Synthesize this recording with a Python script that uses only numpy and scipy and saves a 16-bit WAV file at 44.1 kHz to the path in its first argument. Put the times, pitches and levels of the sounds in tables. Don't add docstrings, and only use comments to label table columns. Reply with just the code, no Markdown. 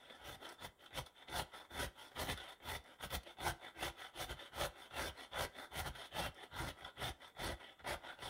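import sys
import numpy as np
from scipy import signal
from scipy.fft import rfft, irfft
from scipy.io import wavfile
from scipy.ndimage import uniform_filter1d

SR = 44100
rng = np.random.default_rng(int(sys.argv[2]) if len(sys.argv) > 2 else 0)


def dump(signal):
    limited = np.clip(np.atleast_2d(signal).T, -1, 1)
    pcm = np.round(limited * 32767).astype(np.int16)
    wavfile.write(sys.argv[1], SR, pcm)


def nominal_scale(level):
    x = np.asarray(level, float) / 20
    return 10 ** x


N = 365588

# [f/Hz, level/dB per Hz]
AIR = [(40, -2.5), (400, 2), (1500, -7), (3500, -38), (5000, -27), (7800, -16.5), (8300, -18), (11300, -20),
       (11900, -20.5)]
AIR_DB = -75
ECHO_DB, ECHO_T60_S = -18, 0.31
# [f/Hz, width/Hz, depth 0-1]
NOTCHES = [(1120, 43, 0.33), (2310, 73, 0.74)]

# [f/Hz, width/Hz, level/dB]
BOARD = [(57.1, 42, 3), (72.6, 37, 2.5), (112.8, 43, -1.5), (150.6, 16, -12)]
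# [start t/s, build-up/s, hold/s, shake level/dB]
BUMPS = [
    (2.36, .015, .03, -61),
    (5.93, .015, .03, -61),
    (6.81, 0.016, 0.027, -58.5),
    (7.8, 0.014, 0.022, -64),
]
REBOUND_DB, REBOUND_HZ, REBOUND_T60_S = 2, 59.6, 0.1
SHOVE_LAG_S, UP_SHOVE_DB, REST_SHAKE_DB = 0.007, -20.5, -87.5

# [t/s, peak level/dB]
PINGS = [
    (1.063, -54),
    (2.376, -50),
    (3.104, -45),
    (6.846, -37.5),
]
# [f/Hz, level/dB, time to fall 60 dB/s]
PING_TONES = [(1340, -10.5, 0.056), (1970, -5.5, 0.036), (3250, -6, 0.031), (3450, 1, 0.035),
              (5400, -17, 0.037)]

# [f/Hz, width/Hz, level/dB]
WALLS = [(272.2, 42.6, -4.5), (340, 51, -2), (393.6, 35, -4), (579.7, 94, -4.5), (645.5, 112, -4.5),
         (742, 159, 0), (852, 110, -6.5), (943, 38, -3.5), (1210, 19, -8), (1325, 27, 0), (1427, 117, -4),
         (1524, 167, -3), (1774, 163, -5.5), (1933, 218, -3), (2172, 76, -7.5)]
# [f/Hz, width/Hz, level/dB]
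FACE = [(2747, 150, -3.5), (2942, 240, -5), (3123, 290, -2), (3246, 73, -9), (3462, 82, 0.5),
        (3518, 84, -1.5), (3724, 91, -10.5), (4110, 190, -17.5)]
# [f/Hz, level/dB per Hz]
FIZZ = [(3000, -7), (4200, 0), (4900, -6), (5450, -2.5), (6000, -4.5), (7500, -10), (8100, -9.5),
        (8500, -5.5), (9900, -4.5), (11300, -3.5), (11800, -17.5), (12600, -37)]
# [f/Hz, level/dB per Hz]
RUB = [(3000, -11.5), (4300, -2), (4900, -8), (5350, -3.5), (6200, -10), (6800, -10.5), (7300, -19.5),
       (8000, -9.5), (8550, -7), (11200, -7.5), (11800, -17), (12600, -36)]
# [f/Hz, level/dB per Hz]
SPRAY = [(10800, -17), (11800, -8), (12400, -3), (15600, 0), (15900, -34)]

# [t/s, tick level/dB, face ring relative to tick/dB]
CATCHES = [(0.099, -42, -8), (0.624, -56, -20), (0.862, -50, 6), (0.907, -41, -14), (1.064, -46, -3),
           (1.284, -44, 3), (1.538, -41, -8), (2.169, -32, -17), (2.375, -44, -8), (2.602, -41, -18),
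           (3.003, -46, -12), (3.104, -38, -12), (3.232, -47, -14), (3.263, -39, -33), (3.37, -44, -15),
           (3.404, -34, -9), (3.746, -49, -19), (4.289, -49, -18), (4.392, -54, -19), (4.521, -43, -25),
           (5.334, -41, -2), (5.448, -23, -19), (5.844, -38, -19), (5.952, -43, -7), (6.846, -40, -10),
           (6.969, -43, -26), (7.35, -46.5, -14), (7.794, -33.5, -33), (7.843, -35, -28), (8.189, -45, -4)]
# [t/s, snap level/dB]
SNAPS = [(0.49, -27), (0.52, -37), (0.54, -46), (0.86, -45), (1.062, -30), (2.375, -32), (2.84, -41),
         (3.104, -29), (3.233, -32), (5.449, -28), (5.952, -37), (6.345, -38), (6.437, -39), (6.846, -38)]

# [touch t/s, build-up/s, hold/s, bite level/dB, shove on board relative to bite/dB]
DOWN = [(0.183, 0.091, 0.075, -51.5, -6.0), (0.588, 0.064, 0.0068, -47, -7),
        (0.928, 0.054, 0.012, -42.5, -4), (1.281, 0.096, 0.031, -40.5, -6.5),
        (1.708, 0.1, 0.046, -42.5, -4.5), (2.15, 0.049, 0.047, -43.0, -5), (2.623, 0.066, 0.074, -46, -4.5),
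        (2.997, 0.042, 0.012, -45.5, -6), (3.387, 0.083, 0.034, -39.5, -5.5),
        (3.76, 0.072, 0.051, -42.5, -9), (4.142, 0.07, 0.027, -43.5, -8.5), (4.532, 0.08, 0.045, -40.5, -6),
        (4.912, 0.078, 0.098, -43.5, -7.5), (5.321, 0.082, 0.038, -40.5, -6.5),
        (5.716, 0.067, 0.028, -42, -5), (6.121, 0.058, 0.092, -43.5, -4), (6.517, 0.077, 0.057, -44, -1.5),
        (6.968, 0.06, 0.063, -43.5, -4.5), (7.368, 0.055, 0.099, -43, -4.0),
        (7.846, 0.032, 0.064, -42, -8.5), (8.177, 0.052, 0.27, -48, -9)]
PUSHED_ON = [
    (2.253, 0.04, 0.033, -42, -2.5),
    (3.103, 0.046, 0.0025, -39.5, -2.5),
    (4.275, 0.025, 0.026, -47, 0),
    (5.835, 0.029, 0.017, -43, -2),
    (6.654, 0.02, 0.022, -44.5, -7),
]
# [touch t/s, build-up/s, hold/s, bite level/dB, fizz relative to bite/dB]
UP = [(-0.002, 0.16, 0.017, -61, -13), (0.419, 0.007, 0.103, -54.0, -12.5),
      (0.806, 0.034, 0.027, -62.5, -9), (1.06, 0.018, 0.003, -65.5, -4), (1.164, 0.074, 0.0032, -62.0, -15),
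      (1.533, 0.021, 0.063, -54, -11.5), (1.975, 0.04, 0.064, -56, -10.5), (2.372, 0.003, 0.15, -54, -14),
      (2.856, 0.011, 0.077, -61.0, -11.5), (3.267, 0.0032, 0.044, -56, -12),
      (3.621, 0.024, 0.044, -53, -16.5), (3.981, 0.024, 0.063, -52.5, -11.5),
      (4.379, 0.025, 0.066, -55.0, -13), (4.761, 0.048, 0.055, -56.5, -11.5),
      (5.169, 0.042, 0.038, -52.5, -14), (5.557, 0.031, 0.06, -51.5, -12), (5.956, 0.05, 0.05, -52, -11),
      (6.366, 0.075, 0.014, -56, -16), (6.776, 0.09, 0.024, -55, -17), (7.212, 0.011, 0.061, -56.5, -12.5),
      (7.595, 0.012, 0.117, -57.5, -17.5), (7.795, 0.003, 0.0074, -62.5, -21),
      (8.043, 0.057, 0.029, -50.5, -20.0)]
# [t/s, bite level/dB]
WOBBLES = [(0.101, -56), (0.488, -62), (1.645, -60), (2.112, -59.5), (2.745, -47.5), (4.47, -71),
           (5.44, -58), (6.052, -54), (6.43, -52), (7.079, -45), (7.515, -51)]
WOBBLE_BUILD_S, WOBBLE_HOLD_S = 0.0062, 0.0052
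# [t/s, juice level/dB, free ring of the face/dB]
WEAR = [(0, 1.5, -2.5), (1, -3.5, -2), (2, 0, -1.5), (2.8, 3, -1), (3.6, -2.5, -2), (4.4, -1, 0),
        (5.3, -5.5, -3), (6, -2, -0.5), (6.6, -6.5, -3), (7.1, -4, -1.5), (7.7, -5.5, -4.5),
        (8.3, -9.5, -3.5)]

# (landing dB/s, build-up dB, sag while held dB, lift dB/s, break-off dB)
DOWN_SHAPE = (1140, 17.2, 3.68, 590, 4.6)
UP_SHAPE = (490, 4.9, 4.1, 400, 3)
SHOVE_SHAPE = (770, 16.4, 2.5, 470, 0.51)
WOBBLE_SHAPE = (1500, 9.6, 6.7, 920, 0.6)
BREAK_S = 0.0083

DOWN_FACE_DB, DOWN_FIZZ_DB, DOWN_SPRAY_DB = -4.5, -10.5, -16
UP_FACE_DB, UP_SPRAY_DB = -2, -13
DOWN_UPPER_DB, UP_UPPER_DB = -1.5, 0.27
FACE_PER_BITE = -0.17


def evened(x, size=N):
    power = uniform_filter1d(uniform_filter1d(x ** 2, size), size)
    return x / np.sqrt(abs(power) + 1e-20)


def coloured(x, points):
    f, db = np.transpose(points)
    hz = np.fft.rfftfreq(2 ** 19, 1 / SR)
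    gain = nominal_scale(np.interp(np.log(hz + 1), np.log(f + 1), db))
    return irfft(rfft(x, 2 ** 19) * gain)[:N]


def curves(rows):
    s, *columns = np.transpose(rows)
    return [np.interp(np.arange(N) / SR, s, c) for c in columns]


def wander(db, hz):
    knots = nominal_scale(db * rng.standard_normal(4000))
    return np.interp(np.arange(N) * min(hz, 450) / SR, np.arange(len(knots)), knots)


def rising_slope(level_db):
    slope = uniform_filter1d(np.gradient(level_db), size=1500) * SR
    return np.clip(slope / 400, -1, 1)


def bites(per_s, spread_db):
    size = nominal_scale(spread_db * np.minimum(rng.exponential(1, N), 4))
    sign = rng.choice([-1., 1.], N)
    return size * sign * (rng.random(N) < per_s / SR)


def ring(x, modes, drift_db, drift_hz):
    out = np.zeros(N)
    for hz, width, db in modes:
        b, a = signal.iirpeak(hz, hz / (1.307 * width), SR)
        once = signal.lfilter(b, a, x * wander(drift_db, drift_hz))
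        out += nominal_scale(db) * signal.lfilter(b, a, once)
    return out


def patchy(x, db):
    _, _, z = signal.stft(x, SR, nperseg=512)
    patches = rng.standard_normal(z.shape)
    for axis in (0, 1):
        patches = uniform_filter1d(patches, size=9, axis=axis)
    return signal.istft(z * nominal_scale(db * patches / patches.std()), SR, nperseg=512)[1][:N]


def pressed(rows, shape):
    land, build_db, sag_db, lift, break_db = shape
    t, gone_db = np.arange(0, N + 32, 32) / SR, 60
    levels_db = np.cumsum([-gone_db - build_db, gone_db, build_db, -sag_db, -break_db, -gone_db])
    power = np.zeros(len(t))
    for s, build, hold, db, *_ in rows:
        times = np.cumsum([-gone_db / land, gone_db / land, build, hold, BREAK_S, gone_db / lift])
        power += nominal_scale(2 * (db + np.interp(t - s, times, levels_db)))
    return np.interp(np.arange(N) / SR, t, power)


def still_air():
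    return nominal_scale(AIR_DB) * evened(coloured(rng.standard_normal(N), AIR))


def kitchen(x):
    t, out = np.arange(SR // 3) / SR, np.zeros(N)
    turn = np.arange(N) / SR * 2.7
    for k in range(3):
        tail = rng.standard_normal(len(t)) * nominal_scale(-60 * t / ECHO_T60_S) * (t > 0.004)
        tail = signal.lfilter(*signal.butter(1, 4000., fs=SR), tail)
        share = np.sqrt(2 / 3) * np.cos(np.pi * (turn + k / 3))
        out += signal.oaconvolve(x * share, tail / np.linalg.norm(tail))[:N]
    return out


def shake():
    shoves = [(s + SHOVE_LAG_S, build, hold, db + shove_db)
              for s, build, hold, db, shove_db in DOWN + PUSHED_ON]
    power = pressed(shoves + BUMPS, SHOVE_SHAPE)
    power = power + nominal_scale(2 * UP_SHOVE_DB) * pressed(UP, UP_SHAPE)
    return 10 * np.log10(power + nominal_scale(2 * REST_SHAKE_DB))


def rebound():
    t, lifts = np.arange(SR // 5) / SR, np.zeros(N + SR)
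    for s, build, hold, db, shove_db in DOWN + PUSHED_ON:
        lifts[round((s + build + hold + 0.006) * SR)] = nominal_scale(db + shove_db + REBOUND_DB)
    swing = np.sin(2 * np.pi * REBOUND_HZ * t) * nominal_scale(-60 * t / REBOUND_T60_S)
    return signal.oaconvolve(lifts, swing)[:N]


def board():
    shake_db = uniform_filter1d(shake(), size=300)
    pushes = bites(600., 3.3)
    low = ring(pushes, BOARD[:2], drift_db=2.0, drift_hz=9.3)
    high = ring(pushes, BOARD[2:], drift_db=2.0, drift_hz=9.3)
    hum = evened(low + high * nominal_scale(2.1 * rising_slope(shake_db)), size=1200) * nominal_scale(shake_db)
    return signal.sosfilt(signal.butter(3, 38., "high", fs=SR, output="sos"), hum + rebound())


def pings():
    t, flicks = np.arange(3000) / SR, np.zeros(N)
    for s, db in PINGS:
        flicks[round(s * SR)] = nominal_scale(db)
    tone = sum(nominal_scale(db - 60 * t / t60) * np.sin(2 * np.pi * hz * t) for hz, db, t60 in PING_TONES)
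    return signal.oaconvolve(flicks, tone * np.minimum(t / 0.0044, 1))[:N]


def catches():
    t = np.arange(3000) / SR
    tick, clink, snap = np.zeros((3, N + 3000))
    for s, tick_db, face_db in CATCHES:
        span = slice(round(s * SR), round(s * SR) + len(t))
        tick[span] += nominal_scale(tick_db - 60 * t / 0.08)
        clink[span] += nominal_scale(tick_db + face_db - 60 * t / 0.06)
    for s, snap_db in SNAPS:
        snap[round(s * SR):][:len(t)] += nominal_scale(snap_db - 60 * t / 0.033)
    return tick[:N], clink[:N], snap[:N]


def bite():
    extra = [(s, WOBBLE_BUILD_S, WOBBLE_HOLD_S, db) for s, db in WOBBLES]
    power = pressed(DOWN + PUSHED_ON, DOWN_SHAPE) + pressed(UP, UP_SHAPE)
    return 10 * np.log10(power + pressed(extra, WOBBLE_SHAPE))


def touch():
    juice_db, free_db = curves(WEAR)
    rows = []
    for s, build, hold, db, _ in DOWN + PUSHED_ON:
        face_db = DOWN_FACE_DB + FACE_PER_BITE * (db + 42.5)
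        rows.append((s + build, face_db, DOWN_FIZZ_DB, DOWN_SPRAY_DB, DOWN_UPPER_DB, 1))
    for s, build, hold, db, fizz_db in UP:
        face_db = UP_FACE_DB + FACE_PER_BITE * (db + 54.5)
        rows.append((s + build + hold / 2, face_db, fizz_db, fizz_db + UP_SPRAY_DB, UP_UPPER_DB, 0))
    face_db, fizz_db, spray_db, upper_db, down = curves(sorted(rows))
    wet_db = down * juice_db
    return face_db + free_db, fizz_db + 0.21 * wet_db, spray_db + wet_db, upper_db


def walls(teeth, force, tick, upper_db):
    lower = evened(ring(teeth, WALLS[:8], drift_db=3.0, drift_hz=20.), size=1500)
    upper = evened(ring(teeth, WALLS[8:], drift_db=3.0, drift_hz=20.), size=1500)
    both = (lower + nominal_scale(upper_db) * upper) / np.sqrt(1 + nominal_scale(2 * upper_db))
    return both * (force + nominal_scale(-20.0) * tick)


def punched_face(teeth, force, clink, face_db, cutting, rising):
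    flex = ring(teeth, FACE[:2], drift_db=4.5, drift_hz=16.)
    chime = ring(teeth, FACE[2:], drift_db=4.5, drift_hz=16.)
    face = evened(chime + flex * nominal_scale(4.6 * (cutting - 2)), size=1200)
    drive = force * nominal_scale(face_db + 0.37 * rising) * wander(1.85, 40.)
    return face * (drive + nominal_scale(-12) * clink)


def fibres_and_spray(tearing, snap, fizz_db, spray_db, cutting):
    shreds = bites(10000., 1.8)
    wet = np.sqrt(cutting) * evened(coloured(shreds, FIZZ))
    dry_rub = np.sqrt(1 - cutting) * evened(coloured(shreds[::-1], RUB))
    fibres = evened(patchy(wet + dry_rub, db=2.0), size=2000)
    fibres *= tearing * nominal_scale(fizz_db) * wander(1.37, 30.) + nominal_scale(-27.5) * snap
    spray = evened(coloured(shreds, SPRAY))
    spray *= tearing * nominal_scale(spray_db) * wander(2.6, 30.) + nominal_scale(-41) * snap
    return fibres + spray


def grater():
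    bite_db = uniform_filter1d(bite(), size=200)
    face_db, fizz_db, spray_db, upper_db = touch()
    force = evened(wander(1.44, 190.) * wander(0.67, 50.), size=1500) * nominal_scale(bite_db)
    rising = rising_slope(bite_db)
    pressure_db = uniform_filter1d(bite_db, size=1500)
    tear_db = 0.21 * (pressure_db + 61.5) + 0.5 * (pressure_db - bite_db) - 3.0 * rising
    tick, clink, snap = catches()
    teeth = bites(1800., 2.45)
    cutting = np.clip((spray_db - fizz_db + 13.5) / 7, 0, 1)
    steel = walls(teeth, force, tick, upper_db)
    steel = steel + punched_face(teeth, force, clink, face_db, cutting, rising)
    return patchy(steel, db=2.0) + fibres_and_spray(force * nominal_scale(tear_db), snap, fizz_db, spray_db, cutting)


def scene():
    rasp = grater() + pings()
    mono = still_air() + nominal_scale(ECHO_DB) * kitchen(rasp) + board() + rasp
    return np.array([mono, mono])


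def top_cut(x):
    return signal.sosfilt(signal.butter(12, 16430, fs=SR, output="sos"), x)


def record(dry):
    mono = dry[0]
    for hz, width, depth in NOTCHES:
        mono = mono - depth * signal.lfilter(*signal.iirpeak(hz, hz / width, SR), mono)
    hz, _, z = signal.stft(mono, SR, nperseg=2048)
    z = z * (hz[:, None] < 15830)
    specks = (rng.random(z.shape) < 0.012) * (hz[:, None] > 4600.)
    mono, side = signal.istft(np.array([z, z * specks]), SR, nperseg=2048)[1][:, :N]
    side = side * nominal_scale(-3)
    return top_cut(mono + np.array([side, -side]))


dry = scene()
out = record(dry)
dump(out)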